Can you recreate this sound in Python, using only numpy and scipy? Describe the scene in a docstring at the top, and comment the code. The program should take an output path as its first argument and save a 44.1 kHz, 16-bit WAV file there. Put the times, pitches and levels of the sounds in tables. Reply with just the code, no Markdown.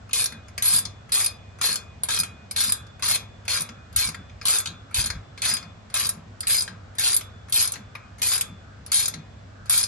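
"""A socket ratchet runs a bolt into an engine case, close by in a garage.
On each back swing the pawl snaps over the teeth in a quick run that slows at the end. The loose socket
knocks on the bolt at the turns; pawl and socket catch under load. Each contact rings wrench and case
and reaches two microphones, directly and by reflection. The hand thuds softly; the room hums."""
import sys
import numpy as np
from scipy import signal
from scipy.fft import rfft, irfft, next_fast_len
from scipy.io import wavfile

SR = 44100
rng = np.random.default_rng(int(sys.argv[2]) if len(sys.argv) > 2 else 0)


def inscribe(sig):
    """Save sig as 16-bit PCM at rate SR to the path in sys.argv[1].

    A 1-D sig is mono; a 2-D sig holds one channel per row.
    Samples are clipped to [-1, 1] before scaling.
    """
    pcm = np.round(np.clip(np.atleast_2d(sig).T, -1, 1) * 32767)
    wavfile.write(sys.argv[1], SR, pcm.astype(np.int16))


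N = 435266
TIME_S = np.arange(N) / SR

# room rumble: freq_hz, density_db
AIR_SPECTRUM = [(25, -26), (50, -8), (75, -0.5), (120, -4.5), (160, -10.5), (220, -10), (330, -20.5),
                (680, -16.5), (900, -22.5), (1500, -20.5), (1900, -26.5), (2500, -30), (5000, -35),
                (7800, -40), (9500, -63.5), (12000, -61)]
# room rumble, left to right: freq_hz, coherence
AIR_COHERENCE = [(100, 0.91), (250, 0.85), (500, 0.022), (4000, 0.12)]
# contact force band-pass: numerator, denominator
CONTACT_FILTER = signal.butter(2, [100, 8600], "band", fs=SR)
# socket knocks as the handle turns back, plus a few faint ticks during the forward stroke: start_s, level_db,
# body_db, sparkle_db
SOCKET_KNOCKS = [(0.11, -39.5, 4, -22), (0.483, -49, 14.5, -3), (0.579, -28.5, 11.5, -1.5),
                 (2.035, -27, -1, 7.5), (2.511, -32.5, 1.5, 1.5), (2.867, -49, -3, -13),
                 (4.296, -53.5, 15, -23), (4.414, -36, 8, -18), (5.377, -40.5, 14, -8),
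                 (6.406, -34.5, 0.5, 6), (6.432, -36, 6.5, -19.5), (7.497, -46.5, 2, 3),
                 (8.184, -44.5, 2, -5.5), (8.863, -41.5, -2, 0.5), (9.666, -50, 4, -17)]
# pawl and socket catch on the forward stroke: start_s, level_db, body_db, sparkle_db
LOAD_CATCHES = [(0.323, -40, 13, -3.5), (0.853, -28.5, 5.5, -6.5), (3.69, -37.5, 7.5, -16),
                (4.145, -36, 8.5, -6.5), (4.658, -26.5, 5.5, -10.5), (4.672, -25.5, -1, -13),
                (5.627, -37.5, 7, -18), (6.678, -29.5, 4, -11), (7.21, -37, 8, -9.5), (7.737, -29, 1, -18),
                (7.757, -39.5, 16, -9.5), (7.952, -40, 18.5, -15), (9.139, -31, 5, -12)]
# quick part of each back swing: start_s, end_s, level_db, fade_db, body_db, sparkle_db, note_db
BACK_SWINGS = [(0.132, 0.22, -29, -1, -2.5, -2, -10), (0.623, 0.773, -31, -0.5, 0, 5.5, 7),
               (1.12, 1.245, -31.5, -1.5, 0.5, 4, 12.5), (1.613, 1.716, -29, -3, 0, -3, -11),
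               (2.087, 2.173, -31, 0, 1, -2.5, -4), (2.562, 2.681, -29, -3.5, -1, 0, 8.5),
               (3.024, 3.146, -30.5, 2.5, -0.5, -2.5, -2.5), (3.4799, 3.584, -29.5, -0.5, 1, -4.5, 0),
               (3.9618, 4.051, -29, -2.5, 0.5, -1.5, -8.5), (4.454, 4.574, -29.5, -1.5, 1, 1, 9),
               (4.944, 5.025, -31.5, 1.5, 0.5, 0, -2), (5.419, 5.524, -31, 0.5, 0.5, -3, 2),
               (5.941, 6.055, -31.5, 0, 1, -3, -21), (6.47, 6.593, -30, -4, 0.5, 2.5, 13.5),
               (6.984, 7.13, -30, 0.5, -1.5, -0.5, 1.5), (7.524, 7.643, -30, -1.5, -1.5, 1.5, 7),
               (8.218, 8.362, -30.5, 0.5, -1.5, 0.5, 9), (8.918, 9.044, -27, -6.5, -3, 1, 2),
               (9.696, 9.812, -30, -1, -3.5, 2.5, -5)]
# speed through a swing: swing_fraction, teeth_per_s
TOOTH_RATE = [(0, 95), (.25, 130), (.65, 128), (1, 100)]
# single pawl drops as the handle stops: start_s, level_db, body_db, sparkle_db
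FINAL_TEETH = [(0.2299, -29.5, -2, -8), (0.2415, -27, -4, -1.5), (0.2584, -27, -4, -2),
               (0.784, -31, -1, 6.5), (0.789, -33, -1, 10.5), (1.2615, -24, -8, 1.5),
               (1.7282, -26.5, -1, -2.5), (1.7405, -35.5, -2, 5), (1.757, -27, -3, 0), (2.1888, -29, -2, 3),
               (2.1995, -27, -6, 3), (2.2102, -39, -5, 9), (2.234, -26.5, -3, -2.5),
               (2.6928, -29.5, -2, -1.5), (2.699, -32.5, -8, 4.5), (2.722, -24, -2, 5),
               (3.1563, -23.5, -1.5, -2), (3.5957, -40, -3, 2), (3.6067, -34, -6, 2), (3.6188, -33, 1, 5),
               (4.0638, -29, -8, -3), (4.0729, -28, -4, -3.5), (4.0888, -32.5, 4, 2), (4.5856, -31, -2, 11),
               (4.6018, -32.5, -5, 4), (5.0409, -29, 0, -3), (5.0594, -26.5, -1.5, -6), (5.07, -31, -3, 1),
               (5.102, -28.5, 4.5, -4.5), (5.5381, -27.5, -4, 0.5), (5.549, -37, -2, 8),
               (5.568, -27, -4, -7), (6.0676, -30.5, -10, 5), (6.091, -29, -3, 3), (6.6068, -29, -2.5, 0.5),
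               (6.622, -30.5, -10, 4.5), (7.1442, -30.5, -6, 10.5), (7.1647, -26.5, -6, 4.5),
               (7.6542, -26.5, -6.5, -4), (7.6753, -30.5, -4, 1.5), (7.72, -32, -9, 2.5),
               (8.3792, -29.5, -2.5, 5), (8.41, -23.5, -5, 2.5), (9.057, -25.5, -7, -2),
               (9.0805, -27.5, -3, 0), (9.8299, -30.5, -6, 7), (9.838, -26, -7, 2)]
# wrench, socket and case resonances: pitch_hz, t60_s, over_snap_db
STEEL_MODES = [(1611.1, 0.051, 1.5), (2296, 0.14, -6), (2470, 0.82, 3), (3210, 0.2, -2), (3325, 0.38, 3),
               (3470, 0.81, 5.5), (3700, 0.32, 1), (3765, 0.27, -6), (3920, 0.3, 5.5), (4040, 0.14, -5),
               (4295, 0.12, 8), (4880, 0.02, -15), (5610, 0.073, -10.5), (6180, 0.1, 1.5),
               (8000, 0.04, -17), (9270, 0.07, -18), (9940, 0.073, 3.5), (10535, 0.12, -15),
               (11320, 0.028, 16), (10900, 0.088, 4)]
# steel-on-steel snap: freq_hz, gain_db
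SNAP_SPECTRUM = [(150, -31), (450, -12.5), (800, -12.5), (1200, -3.5), (2000, -6), (2450, 0), (2900, -5.5),
                 (3600, 1), (5000, 2.5), (6000, -1.5), (7500, 4.5), (8600, 8.5), (9300, 4), (9900, 11),
                 (10600, 8.5), (11600, 0)]
# direct path; lows go mostly via engine and floor: freq_hz, gain_db
DIRECT_PATH = [(500, -4), (1500, -10.5), (3500, -7.5), (6000, -9.5), (9500, -1)]
# microphone pair: freq_hz, left_lead_rad, reflection_coherence, left_over_right_db
MIC_PAIR = [(198.4, 0, 1, 1.5), (650, 1, 0.4, 4.5), (970, 0, 0.5, 4), (2000, -0.7, 0.7, 3.2),
            (2660, 1.44, 1, 0), (2900, 0, 0, 2.5), (3860.4, 3, 0.3, 1), (4990, -0.17, 0.5, 7),
            (5800, -1.2, 0, 1.5), (6690, 2.03, 0, 7.5), (7810, 3.5, 1, 0), (9070, 3.5, 1, -2),
            (9530, 2, 0.83, 1.5), (11370, 3, 0.8, -0.5)]
# room decay: freq_hz, t60_s
ROOM_DECAY = [(300, 1), (1500, 0.42), (4000, 0.19), (7000, 0.21), (11000, 0.15)]
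# hand brakes or pushes the handle: peak_s, level_db
HAND_THUDS = [(0.35, -44), (0.742, -41), (0.87, -45.5), (1.72, -45.5), (2.216, -41.5), (2.33, -48.5),
              (2.687, -42.5), (2.82, -58), (3.609, -41.5), (3.71, -45.5), (4.093, -39), (4.2, -43.5),
              (4.709, -42), (5.06, -45), (5.17, -44), (5.53, -42.5), (5.668, -44.5), (6.06, -47),
              (6.183, -41.5), (6.72, -43.5), (7.8, -42.5), (8.52, -43), (9.165, -40.5), (9.205, -44.5)]
# deep bumps at the microphone: peak_s, level_db, sigma_s
DEEP_BUMPS = [(0.896, -44, 0.017), (3.976, -33, 0.015), (4.076, -42, .02), (4.354, -47, .02),
              (5.003, -28.5, 0.016), (5.092, -36, 0.025), (5.17, -35.5, 0.023)]


def from_db(db):
    """Decibels to gain."""
    return 10 ** (np.asarray(db) / 20)


def unit_rms(x):
    """Scale to unit rms."""
    return x / np.sqrt(np.mean(x ** 2) + 1e-20)


def at_hz(table, hz, column=1):
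    """Interpolate a column over log frequency."""
    table = np.array(table)
    return np.interp(np.log(hz + 1e-9), np.log(table[:, 0]), table[:, column])


def band(x, low_hz, high_hz):
    """Gentle band-pass."""
    return signal.sosfilt(signal.butter(2, [low_hz, high_hz], "band", fs=SR, output="sos"), x + 1e-18)


def causal(gain_db):
    """Minimum-phase response: nothing sounds before the blow."""
    cepstrum = irfft(np.log(from_db(gain_db)))
    half = len(cepstrum) // 2
    cepstrum[1:half] *= 2
    cepstrum[half + 1:] = 0
    return np.exp(rfft(cepstrum))


def add(track, start_s, sound):
    """Mix a sound in at start_s."""
    start = max(int(start_s * SR), 0)
    part = sound[:max(N - start, 0)]
    track[start:start + len(part)] += part


def garage_air(air_db=-46, drift_db=5.0, hum_hz=99.9, hum_db=-50, waver=0.3):
    """Rumble with a drifting midrange, plus a wavering hum."""
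    size = next_fast_len(N, real=True)
    hz = np.fft.rfftfreq(size, 1 / SR)
    mid, side = rfft(rng.standard_normal((2, size))) * from_db(at_hz(AIR_SPECTRUM, hz))
    coherence = at_hz(AIR_COHERENCE, hz)
    air = irfft(np.sqrt(1 + coherence) * mid + np.sqrt(1 - coherence) * side * [[1], [-1]], size)[:, :N]
    knots_s = np.arange(0, TIME_S[-1] + .15, .15)
    drift = np.interp(TIME_S, knots_s, from_db(drift_db * rng.standard_normal(len(knots_s))))
    air = air + band(air, 1100, 1800) * (drift - 1)
    hum = np.sqrt(2) * np.sin(2 * np.pi * hum_hz * TIME_S)
    hum += waver * unit_rms(band(rng.standard_normal(N), hum_hz - 5, hum_hz + 5))
    return from_db(air_db) * unit_rms(air) + from_db(hum_db) * hum


def contact(chatter_s, rebound_s, rebound_db):
    """Steel lands, chatters, lands again more softly; unit energy."""
    t = np.arange(SR // 60) / SR
    late_s = t - rebound_s * rng.uniform(.5, 1.5)
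    rebound = from_db(rebound_db) * (late_s > 0) * np.exp(-abs(late_s) / chatter_s)
    envelope = np.exp(-t / chatter_s) + rebound
    force = signal.lfilter(*CONTACT_FILTER, envelope * rng.choice([-1, 1], len(t)))
    return force / np.linalg.norm(force)


def tint(force, body_db, sparkle_db, clatter_db=0):
    """Grip and angle dull or brighten a contact; a hurried one clatters in the upper mids."""
    size = 2 * next_fast_len(len(force))
    hz = np.fft.rfftfreq(size, 1 / SR)
    gain_db = at_hz([(2000, body_db), (4000, 0), (6000, 0), (9000, sparkle_db)], hz)
    gain_db += at_hz([(1600, 0), (2900, clatter_db), (3800, clatter_db), (5200, 0)], hz)
    return irfft(rfft(force, size) * causal(gain_db))[:len(force)]


def knocks(rows, gain_db, clatter_db=0):
    """Single steel contacts, each with its own colour."""
    out = np.zeros(N)
    for start_s, level_db, body_db, sparkle_db in rows:
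        force = contact(chatter_s=0.00048, rebound_s=.0015, rebound_db=-14.0)
        add(out, start_s, from_db(level_db + gain_db) * tint(force, body_db, sparkle_db, clatter_db))
    return out


def socket(scuff_db=-41, scuff_s=0.024, tick_db=-50, body_db=14, sparkle_db=-5):
    """The loose socket knocks and catches; before each run it shifts on the bolt with a tick and scuff."""
    starts_s = [row[0] for row in BACK_SWINGS]
    ticks = [(s - scuff_s * rng.uniform(0.92, 1.7), tick_db, body_db, sparkle_db) for s in starts_s]
    out = knocks(SOCKET_KNOCKS + ticks, gain_db=24.5) + knocks(LOAD_CATCHES, gain_db=23.5)
    for start_s in starts_s:
        noise, roughness = rng.standard_normal((2, int(scuff_s * SR)))
        scuff = band(unit_rms(noise * np.exp(roughness)), 680, 2800)
        add(out, start_s - scuff_s, from_db(scuff_db) * scuff)
    return out


def pawl(gain_db=28.0, first_db=3.0, uneven_db=2.0, colour_db=2.0, slide_db=-33):
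    """The pawl slides up each flank and snaps down; clatter falls as the handle slows."""
    out = np.zeros(N)
    for start_s, end_s, level_db, fade_db, body_db, sparkle_db, _ in BACK_SWINGS:
        progress = np.linspace(0, 1, int((end_s - start_s) * SR))
        teeth_per_s = np.interp(progress, *np.transpose(TOOTH_RATE))
        angle_teeth = np.cumsum(teeth_per_s) / SR
        teeth = np.linspace(0, angle_teeth[-1], round(angle_teeth[-1]) + 1)
        teeth[1:-1] += rng.normal(0, .09, len(teeth) - 2)
        places = np.interp(teeth, angle_teeth, progress)
        snaps_db = fade_db * places + uneven_db * rng.standard_normal(len(teeth))
        snaps_db[0] = first_db
        slide = from_db(slide_db) * unit_rms(teeth_per_s ** 2) * rng.standard_normal(len(progress))
        run = np.pad(slide, (0, SR // 30))
        for place, snap_db in zip(places, snaps_db):
            force = contact(chatter_s=0.00085, rebound_s=.002, rebound_db=-5.5)
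            snap = tint(force, *rng.normal(0, colour_db, 2), clatter_db=2.5 - 4.0 * place ** 2)
            add(run, place * (end_s - start_s), from_db(snap_db) * snap)
        add(out, start_s, from_db(level_db + gain_db) * tint(run, body_db, sparkle_db))
    return out + knocks(FINAL_TEETH, gain_db=27.5, clatter_db=-4)


def mode(force, pitch_hz, t60_s, gain_db, wander_db=2.5, wander_widths=0.15):
    """One resonance wandering with the grip; more damping, more pitch drift."""
    knots_s = np.arange(0, TIME_S[-1] + .06, .06)
    pole = from_db(-60 / (t60_s * SR))
    width_hz = np.log(1000) / (np.pi * t60_s)
    gain_drift, pitch_drift = rng.standard_normal((2, len(knots_s)))
    gain = np.interp(TIME_S, knots_s, from_db(gain_db + wander_db * gain_drift))
    hz = np.interp(TIME_S, knots_s, pitch_hz + wander_widths * width_hz * pitch_drift)
    carrier = np.exp(2j * np.pi * np.cumsum(hz) / SR)
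    envelope = signal.lfilter([1 - pole], [1, -pole], force * gain * carrier.conj() + 1e-18)
    return 2 * np.real(carrier * envelope)


def ringing(force, modes_db=1.5, skim_db=-18, free_db=7.5, knock_db=-5, settle_s=.06):
    """Wrench and case ring; the pawl's own note emerges as the swing slows and it drops full depth."""
    drive_db = []
    for start_s, end_s, *_, note_db in BACK_SWINGS:
        drive_db += [(start_s - settle_s, knock_db), (start_s, note_db + skim_db),
                     ((start_s + end_s) / 2, note_db + skim_db / 3),
                     (end_s, note_db + free_db), (end_s + settle_s, knock_db)]
    pawl_force = force * from_db(np.interp(TIME_S, *np.transpose(drive_db)))
    body = from_db(modes_db) * sum(mode(force, *row) for row in STEEL_MODES)
    return body + mode(pawl_force, pitch_hz=4946, t60_s=0.074, gain_db=2.5)


def scatter(sound, decay_s=0.0073, delay_s=.0008):
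    """Quick reflections off engine, hand and floor; paths change as the handle moves."""
    out, hop = np.zeros(N), SR // 20
    t = np.arange(hop) / SR
    window = np.hanning(2 * hop)
    for start in range(0, N, hop):
        piece = sound[start:start + 2 * hop]
        paths = rng.standard_normal(hop) * np.exp(-t / decay_s) * (t > delay_s)
        paths /= np.linalg.norm(paths)
        add(out, start / SR, signal.fftconvolve(piece * window[:len(piece)], paths))
    return out


def garage_reverb(sound, build_s=0.0014):
    """Room tail; treble dies sooner."""
    t = np.arange(SR) / SR
    white, hz = rfft(rng.standard_normal(SR)), np.arange(SR // 2 + 1)
    edges_hz = [0, 700, 1400, 2800, 5000, 8000, SR // 2 + 1]
    tail = np.zeros(SR)
    for low_hz, high_hz in zip(edges_hz, edges_hz[1:]):
        t60_s = at_hz(ROOM_DECAY, (low_hz + high_hz) / 2)
        tail += irfft(white * (hz >= low_hz) * (hz < high_hz)) * from_db(-60 * t / t60_s)
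    tail *= 1 - np.exp(-t / build_s)
    return signal.fftconvolve(sound, tail / np.linalg.norm(tail))[:N]


def radiate(force, room_db=-7):
    """Snap and ring reach two microphones, directly and by reflection."""
    size = 2 * next_fast_len(N // 2 + SR // 4, real=True)
    hz = np.fft.rfftfreq(size, 1 / SR)
    steel = force + ringing(force)
    lead_rad, coherence, balance_db = [at_hz(MIC_PAIR, hz, column) for column in (1, 2, 3)]
    direct = rfft(steel, size) * causal(at_hz(DIRECT_PATH, hz))
    reflections = [scatter(steel) + from_db(room_db) * garage_reverb(steel) for _ in range(2)]
    shared, right_only = rfft(reflections, size)
    left = (direct + shared) * from_db(balance_db / 2)
    right = direct + coherence * shared + np.sqrt(1 - coherence ** 2) * right_only
    right *= from_db(-balance_db / 2) * np.exp(-1j * lead_rad)
    return irfft(causal(at_hz(SNAP_SPECTRUM, hz)) * np.array([left, right]))[:, :N]


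def swell(noise, peak_s, sigma_s):
    """Gaussian noise burst, unit rms at its top."""
    bell = np.exp(-.5 * np.minimum(((TIME_S - peak_s) / sigma_s) ** 2, 100))
    return bell * noise * np.linalg.norm(bell) / np.linalg.norm(bell * noise)


def hand(thud_sigma_s=0.021):
    """Dull thuds of the hand on the handle; a few deep bumps."""
    dull = band(rng.standard_normal(N), 134, 222)
    deep = band(rng.standard_normal(N), 44, 95)
    thuds = sum(from_db(db) * swell(dull, peak_s, thud_sigma_s) for peak_s, db in HAND_THUDS)
    bumps = sum(from_db(db) * swell(deep, peak_s, sigma_s) for peak_s, db, sigma_s in DEEP_BUMPS)
    return thuds + bumps


def scene():
    """Wrench, hand and room; stereo."""
    return radiate(pawl() + socket()) + hand() + garage_air()


def record(dry):
    """Soft peak limit, steep low-pass."""
    ceiling, cutoff_hz = .6, 11880
    limited = dry / (1 + (dry / ceiling) ** 6) ** (1 / 6)
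    return signal.sosfilt(signal.ellip(8, .3, 70, cutoff_hz, fs=SR, output="sos"), limited)


dry = scene()
out = record(dry)
inscribe(out)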